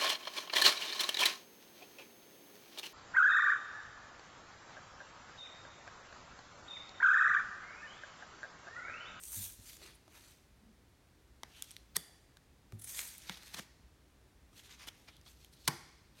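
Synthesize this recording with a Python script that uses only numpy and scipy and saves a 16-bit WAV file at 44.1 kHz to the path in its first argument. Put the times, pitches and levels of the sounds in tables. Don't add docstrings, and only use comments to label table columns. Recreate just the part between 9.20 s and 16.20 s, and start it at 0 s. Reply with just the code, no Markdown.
import sys
import numpy as np
from scipy import signal
from scipy.fft import rfft, irfft, next_fast_len
from scipy.io import wavfile
from scipy.ndimage import uniform_filter1d, map_coordinates

SR = 44100
rng = np.random.default_rng(int(sys.argv[2]) if len(sys.argv) > 2 else 0)


def generate_wav(signal):
    frames = np.transpose(np.atleast_2d(signal))
    scaled = np.clip(frames, -1, 1) * 32767
    pcm = np.round(scaled).astype(np.int16)
    wavfile.write(sys.argv[1], SR, pcm)


N = 308700


def amp(db):
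    return 10 ** (np.asarray(db) / 20)


def unit(x):
    return x / np.sqrt(np.mean(x ** 2) + 1e-30)


def along(points, hz):
    f, v = np.transpose(points)
    return np.interp(np.log(hz + 1), np.log(f + 1), v)


def wobble(rate):
    knots = rng.standard_normal(int(N * rate / SR) + 4)
    return map_coordinates(knots, [np.arange(N) * rate / SR])


def filtered(x, response):
    size = next_fast_len(len(x) + SR // 10)
    spectrum = rfft(x, size) * response(np.fft.rfftfreq(size, 1 / SR))
    return irfft(spectrum, size)[:len(x)]


def coloured(x, spectrum):
    return unit(filtered(x, lambda hz: amp(along(spectrum, hz))))


def causal(gain_db, size=1024):
    cepstrum = irfft(np.log(amp(gain_db(np.fft.rfftfreq(size, 1 / SR)))))
    fold = 1 + np.sign(size // 2 - np.arange(size))
    fold[0] = 1
    return irfft(np.exp(rfft(cepstrum * fold)))


def add(track, s, sound):
    start = max(round(s * SR), 0)
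    part = track[start:start + len(sound)]
    part += sound[:len(part)]


# (frequency [Hz], relative density [dB per Hz])
QUIET_COLOUR = [(15, -36.5), (25, -15), (61, -3), (96, -13), (126, -13), (211, -18.5), (307, -18.5),
                (513, -25), (691, -27), (1320, -30.5), (1870, -30.5), (2890, -34.5), (3680, -34.5),
                (9210, -40.5), (15800, -46)]
QUIET_DB = -64.5


def background(hum_hz=59, hum_db=-74):
    hum_level = amp(hum_db + 4 * wobble(7.8))
    hum = hum_level * np.sin(2 * np.pi * hum_hz * np.arange(N) / SR + 0.56 * wobble(4.1))
    return amp(QUIET_DB) * coloured(rng.standard_normal(N), QUIET_COLOUR) + hum


# (frequency [Hz], 60 dB decay time [s])
ECHO_DECAY = [(150, 0.5), (800, 0.7), (2000, 0.96), (5000, 1.01), (9000, 0.75), (15000, 0.33)]
# (frequency [Hz], relative level [dB])
ECHO_TONE = [(100, 3.5), (600, 4), (900, 4), (2000, 1), (2700, 1), (3600, -1), (6000, 1.5), (8000, -2),
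             (15000, 1.5)]


def room(x, onset=0.003, early_db=5, early=0.075, count=7):
    out = np.zeros(N)
    for index in np.array_split(np.arange(N), count):
        hz, t, noise = signal.stft(rng.standard_normal(SR * 2 // 3), SR, nperseg=256)
        decay_db = -60 * t / along(ECHO_DECAY, hz)[:, None]
        near_walls_db = early_db * np.exp(-t / early)
        fade_db = along(ECHO_TONE, hz)[:, None] + decay_db + near_walls_db
        tail = signal.istft(noise * amp(fade_db) * (1 - np.exp(-t / onset)), SR, nperseg=256)[1]
        add(out, index[0] / SR, signal.fftconvolve(x[index], tail / np.linalg.norm(tail)))
    return out


def snap_echo(click_db=-15, flick_db=-18, slap_db=-15, count=4):
    snaps = lambda: amp(click_db) * clicks() + amp(flick_db) * flicks() + amp(slap_db) * slaps()
    return sum(room(snaps()) for _ in range(count)) / np.sqrt(count)


# (frequency [Hz], relative level [dB], 60 dB decay time [s])
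COUNTER_MODES = [(240, 0, .14), (352, -2, .16), (455, -6, .12), (828, 1, .17), (1100, -1, .14),
                 (1390, -4, .15), (1547, -4, .17), (1768, -5, .18), (1890, -5, .2), (2212, -4, .15)]


def counter(waver=1.0):
    out, t = np.zeros(N), np.arange(SR // 3) / SR
    for s, *_, db in SLAPS:
        for hz, mode_db, t60 in COUNTER_MODES:
            drift = waver * coloured(rng.standard_normal(len(t)), [(20, 0), (60, -10), (250, -60)])
            mode = np.sin(2 * np.pi * hz * t + drift)
            add(out, s + SLAP_GAP_S, amp(db + mode_db - 60 * t / t60) * mode)
    return out


# (time [s], fundamental's level before attack and decay [dB], pitch [Hz], 60 dB decay time [s])
HAND_THUDS = [(.166, -45, 96.4, 0.39), (.39, -48.5, 98, .1), (0.876, -49.5, 353, 0.038),
              (2.234, -51, 230, 0.054), (2.7683, -31.5, 382, 0.016), (2.77, -45, 171, 0.091),
              (3.523, -52, 376, 0.058), (3.532, -39.5, 104, 0.21), (4.099, -40.5, 182, 0.066),
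              (4.347, -47, 166, 0.047), (4.398, -38.5, 198, 0.024), (6.482, -31, 141, 0.083),
              (6.485, -42, 343, 0.033)]


def thuds(overtone=2.07, overtone_db=-9, rumble_db=-12, attack=0.00129):
    out, t = np.zeros(N), np.arange(SR // 3) / SR
    for s, db, hz, t60 in HAND_THUDS:
        upper = amp(overtone_db - 30 * t / t60) * np.sin(2 * np.pi * overtone * hz * t)
        swing = np.sin(2 * np.pi * hz * t) + upper
        rumble_colour = [(hz / 4, -20), (hz, 0), (hz * 3, -8), (hz * 8, -40)]
        rumble = coloured(rng.standard_normal(len(t)), rumble_colour)
        envelope = amp(db - 60 * t / t60) * (1 - np.exp(-t / attack))
        add(out, s, envelope * (swing + amp(rumble_db) * rumble))
    return out


# (time of peak [s], level at peak [dB], centre [Hz], half length to 1/e [s])
SCUFF_EVENTS = [(.19, -65, 180, .032), (.2, -49, 13100, 0.1), (0.645, -64, 378, 0.052),
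                (1.471, -65.5, 212, 0.076), (2.383, -62.5, 2960, 0.063), (3.801, -57, 2020, 0.057),
                (4.108, -53.5, 1920, 0.018), (5.944, -68.5, 3400, 0.046)]


def scuffs(width=0.19):
    out, t = np.zeros(N), np.arange(-SR // 5, SR // 5) / SR
    for s, db, centre_hz, half in SCUFF_EVENTS:
        resonance = lambda hz: 1 / (1 + (np.log((hz + 1) / centre_hz) / width) ** 2)
        band = unit(filtered(rng.standard_normal(len(t)), resonance))
        add(out, s + t[0], amp(db) * band * np.exp(-(t / half) ** 2))
    return out


def patchy(x, patchy_db):
    z = signal.stft(x, nperseg=512)[2]
    field = uniform_filter1d(rng.standard_normal(z.shape), 7, axis=0)
    field = uniform_filter1d(field, 7, axis=1)
    lifted = z * amp(patchy_db * unit(field))
    return unit(signal.istft(lifted, nperseg=512)[1][:N])


def friction(spectrum, grain_rate, grain_share):
    catches = (rng.random(N) < grain_rate / SR) * rng.standard_normal(N)
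    share = np.clip(grain_share, 0, 1)
    fibres = np.sqrt(1 - share) * rng.standard_normal(N)
    return patchy(coloured(fibres + np.sqrt(share) * unit(catches), spectrum), patchy_db=2.2)


# (time of top speed [s], rise [s], fall [s], level of the paper band
# at top speed [dB], low rasp re that level [dB], high hiss re that level [dB])
PUSHES = [(.06, 0.058, 0.065, -63.5, -4.5, 14), (.155, 0.043, 0.042, -55.5, -4.5, 12.5),
          (0.234, 0.059, 0.067, -54.5, -11, 7.5), (.5, 0.072, 0.072, -59.5, -6.5, 3),
          (0.639, 0.038, 0.071, -60, -1.5, -2.5), (.965, 0.037, 0.027, -63, 1, 0),
          (1.05, 0.099, 0.096, -65.5, -4, -0.5), (2.38, 0.078, 0.059, -65.5, -3.5, -3),
          (2.5, 0.077, 0.062, -63, -11, -5.5), (3.7, 0.03, 0.07, -56.5, -7, 9.5),
          (3.78, 0.037, 0.1, -51.5, -4.5, 7), (3.9, 0.072, 0.17, -63, -7.5, 2),
          (4.09, 0.057, 0.097, -55.5, -4.5, -7.5), (4.27, 0.059, 0.042, -60, -3, -3),
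          (4.385, 0.044, 0.03, -54, -4, -2.5), (5.395, 0.032, .018, -58.5, -3, -1.5),
          (5.457, 0.024, .02, -63, 1, -2), (5.515, 0.027, 0.032, -57, -3, -8),
          (5.62, 0.027, 0.045, -56.5, 1, -6.5), (5.8, 0.11, 0.18, -74, 0.5, -0.5),
          (6.085, 0.025, 0.048, -64, -7.5, -2), (6.24, 0.059, 0.034, -67, -23, -5.5),
          (6.335, 0.013, .02, -68, -13, 1), (6.46, .08, 0.027, -63, -14, -6),
          (6.995, 0.036, .05, -67, -1, -3)]
# (frequency [Hz], relative density [dB per Hz])
RASP_COLOUR = [(200, -27.5), (500, -11), (900, -9), (1400, -6), (2100, -2.5), (2600, -4), (3300, -11),
               (6000, -48.5)]
PAPER_COLOUR = [(1500, -40), (2400, -5.5), (2900, -4.5), (3400, 1), (4300, 0.5), (5100, -2), (6200, -2.5),
                (7200, -10), (11000, -38)]
HISS_COLOUR = [(4000, -43.5), (6000, -3), (6800, -2.5), (8000, -1.5), (9000, 0.5), (10400, -5), (11800, -2),
               (14000, -7.5), (16000, -14)]
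STROKE_DROP_DB, STROKE_SHAPE = 8.5, 1.3
HISS_GROWS = 0.95


def slides(judder_db=1.55, grip_db=1):
    s, rise, fall, db, rasp_db, hiss_db = np.transpose(PUSHES)[:, :, None]
    t = np.arange(0, N, 64) / SR
    distance = np.maximum((s - t) / rise, (t - s) / fall)
    speed_db = -STROKE_DROP_DB * distance ** STROKE_SHAPE

    def level(band_db):
        return np.interp(np.arange(N) / SR, t, np.linalg.norm(amp(band_db), axis=0))

    rasp = level(db + rasp_db + speed_db) * friction(RASP_COLOUR, grain_rate=420, grain_share=0.37)
    paper = level(db + speed_db) * friction(PAPER_COLOUR, grain_rate=900, grain_share=0.311)
    hiss_level = level(db + hiss_db + HISS_GROWS * speed_db)
    hiss = hiss_level * friction(HISS_COLOUR, grain_rate=2000, grain_share=0.24)
    flutter_db = judder_db * wobble(260) + grip_db * wobble(60)
    return (rasp + paper + hiss) * amp(flutter_db)


# (time [s], reference level of the bands [dB])
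SNAPS = [(2.768, -57.5)]
# (centre [Hz], level re the reference [dB], 60 dB decay time [s])
SNAP_BANDS = [(740, -12.5, 1), (1856, -9, .6), (3450, -2.5, 0.595), (4700, -1.5, .7), (8650, -1.5, 0.32)]


def snap_rings(width_hz=140):
    out, t = np.zeros(N), np.arange(SR // 2) / SR
    for s, db in SNAPS:
        for centre_hz, band_db, t60 in SNAP_BANDS:
            resonance = lambda hz: 1 / (1 + ((hz - centre_hz) / width_hz) ** 2)
            band = unit(filtered(rng.standard_normal(len(t)), resonance))
            add(out, s, amp(db + band_db - 60 * t / t60) * band)
    return out


# (frequency [Hz], gain [dB])
SNAP_COLOUR = [(350, 1), (520, -6), (660, -1), (830, -4), (1300, 1), (1900, 1), (2300, 1), (2700, -3),
               (3300, 4), (4600, -1.5), (6000, 2.5), (7400, -1.5), (9000, 1)]
# (multiple of its ring frequency, lift [dB])
BENDING_MODES = [(1, 9), (2.4, 1.5), (4.602, 1)]


def card(force, db, knock_db, bright_db, ring_hz, ring_width=0.09, spread=0.0431):
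    colour = [(80, knock_db - 11.0), (450, knock_db - 5), (900, knock_db), (2000, 0.0021), (5000, 0),
              (8500, bright_db + 3.0), (12500, bright_db), (16000, bright_db - 9)]

    def modes(hz):
        return sum(lift / (1 + (np.log((hz + 1) / (k * ring_hz)) / ring_width) ** 2)
                   for k, lift in BENDING_MODES)

    body = causal(lambda hz: along(colour, hz) + along(SNAP_COLOUR, hz) + modes(hz))
    dispersion = lambda hz: np.exp(-2j * np.pi * spread * np.sqrt(hz))
    sound = filtered(np.convolve(force, body), dispersion)
    span = .005 * SR
    return amp(db) * sound * np.sqrt(span / np.sum(sound ** 2))


def chatter(count):
    return np.sign(rng.standard_normal(count))


def strike(db, knock_db, bright_db, ring_hz, t60, blow=4.3):
    t = np.arange(SR // 20) / SR
    force = chatter(len(t)) * amp(-60 * t / t60) + blow * (t == 0)
    return card(force, db, knock_db, bright_db, ring_hz)


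# (time [s], level over 5 ms [dB], knock [dB], brightness [dB], card ring [Hz])
EDGE_CLICKS = [(0.0365, -47, -17, 4, 6800), (.617, -58, 20, -15, 700), (.879, -58, 14, -12, 650),
               (2.2332, -41.5, 6, -13.5, 2000), (2.4231, -38, -16.5, 1.5, 3400),
               (2.508, -51.5, -15, -7.5, 8400), (2.514, -50.5, -26.5, 3.5, 8900),
               (2.5656, -47.5, -16.5, -8.5, 4080), (3.1702, -57.5, 6, -6.5, 1580),
               (3.5226, -56.5, -3, -7, 1230), (3.7917, -36.5, -7.5, -5.5, 2260),
               (3.981, -49.5, -15, 18, 8730), (4.0956, -37, 3.5, -18, 2140), (4.2328, -55, 6, -7, 820),
               (5.9666, -62, -18, -4, 3460), (6.0134, -64.5, -15, -4, 4680), (6.2467, -56.5, -20, -1, 3270)]
CHATTER_T60_S, CHATTER_DOUBLES_DB = .011, 37.5


def clicks():
    out = np.zeros(N)
    for s, db, knock_db, bright_db, ring_hz in EDGE_CLICKS:
        t60 = CHATTER_T60_S * 2 ** (knock_db / CHATTER_DOUBLES_DB)
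        add(out, s, strike(db, knock_db, bright_db, ring_hz, t60))
    return out


# (time of first slip [s], its level over 5 ms [dB])
STICK_SLIPS = [(3.596, -52)]
SLIP_GAP_S, SLIP_GROWS_DB, SLIP_SWELL_S, SLIP_T60_S = .0238, 5, .03, .06


def slips(knock_db=-7, bright_db=4.0, ring_hz=9800, count=3):
    return [(s + k * SLIP_GAP_S, db + k * SLIP_GROWS_DB, knock_db, bright_db, ring_hz,
             SLIP_SWELL_S, SLIP_T60_S)
            for s, db in STICK_SLIPS for k in range(count)]


# (time of release [s], level over 5 ms [dB], knock [dB],
# brightness [dB], card ring [Hz], 60 dB swell time [s], 60 dB decay time [s])
EDGE_FLICKS = [(.569, -55.5, -3, -5, 6400, 0.018, 0.015), (0.754, -61, -8, 17, 9800, 0.074, .051),
               (1.116, -64, -10, 2, 12600, .07, .015), (2.443, -55.5, -18, 1, 3280, .01, .017),
               (2.7602, -37.5, -1, -9, 4460, 0.024, 0.045), (2.7672, -25.5, -0.5, 5, 1865, 0.014, 0.005),
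               (3.674, -47.5, 3, 1, 9040, .008, .05), (3.951, -56, -7, -1, 2230, 0.022, .02),
               (4.144, -53, -15, -15, 3830, .012, .03), (4.173, -53, -3, -13, 4700, .015, .025),
               (4.345, -39.5, 2, -7.5, 4170, 0.032, 0.022), (4.3959, -38, 8.5, -10.5, 1870, .12, 0.012),
               (5.33, -65, 15, -8, 1290, .01, 0.047), (5.674, -45.5, 12.5, -1.5, 3200, 0.018, 0.08),
               (5.688, -42, -6, -12, 3040, 0.055, 0.009), (5.886, -49.5, 5.5, -20, 2370, 0.04, 0.061),
               (6.063, -55.5, 10, -12, 3400, .014, 0.082), (6.4774, -42, 0, -12, 3850, .016, .005)]


def flicks():
    out, t = np.zeros(N), np.arange(-SR // 10, SR // 20) / SR
    for s, db, knock_db, bright_db, ring_hz, swell, t60 in EDGE_FLICKS + slips():
        force = chatter(len(t)) * amp(-60 * np.maximum(-t / swell, t / t60))
        add(out, s + t[0], card(force, db, knock_db, bright_db, ring_hz))
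    return out


# (time [s], level of first contact over 5 ms [dB], its knock [dB],
# brightness [dB], its card ring [Hz], reference level of the counter's modes [dB])
SLAPS = [(6.4774, -25, 3, -4.5, 4460, -45)]
SLAP_GAP_S, SLAP_LOSS_DB, SLAP_KNOCK_DB, SLAP_RING_RATIO, SLAP_T60_S = .0034, 3, 4.5, 0.473, 0.016


def slaps(count=3):
    out = np.zeros(N)
    for s, db, knock_db, bright_db, ring_hz, _ in SLAPS:
        for k in range(count):
            contact = strike(db - k * SLAP_LOSS_DB, knock_db + k * SLAP_KNOCK_DB, bright_db,
                             ring_hz * SLAP_RING_RATIO ** k, SLAP_T60_S)
            add(out, s + k * SLAP_GAP_S, contact)
    return out


def scene():
    rubbed, low, ring = slides() + scuffs(), thuds(), counter()
    near = clicks() + slaps() + flicks() + snap_rings() + rubbed + low + ring
    echo = snap_echo() + room(amp(-11.0) * rubbed + amp(-14) * low + amp(-8.0) * ring)
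    return (near + echo + background())[None]


def record(dry, low_cut_hz=40, top_hz=16000):
    response = lambda hz: (hz < top_hz) / np.sqrt(1 + (low_cut_hz / (hz + 1)) ** 6)
    return np.array([filtered(channel, response) for channel in dry])


dry = scene()
out = record(dry)
generate_wav(out)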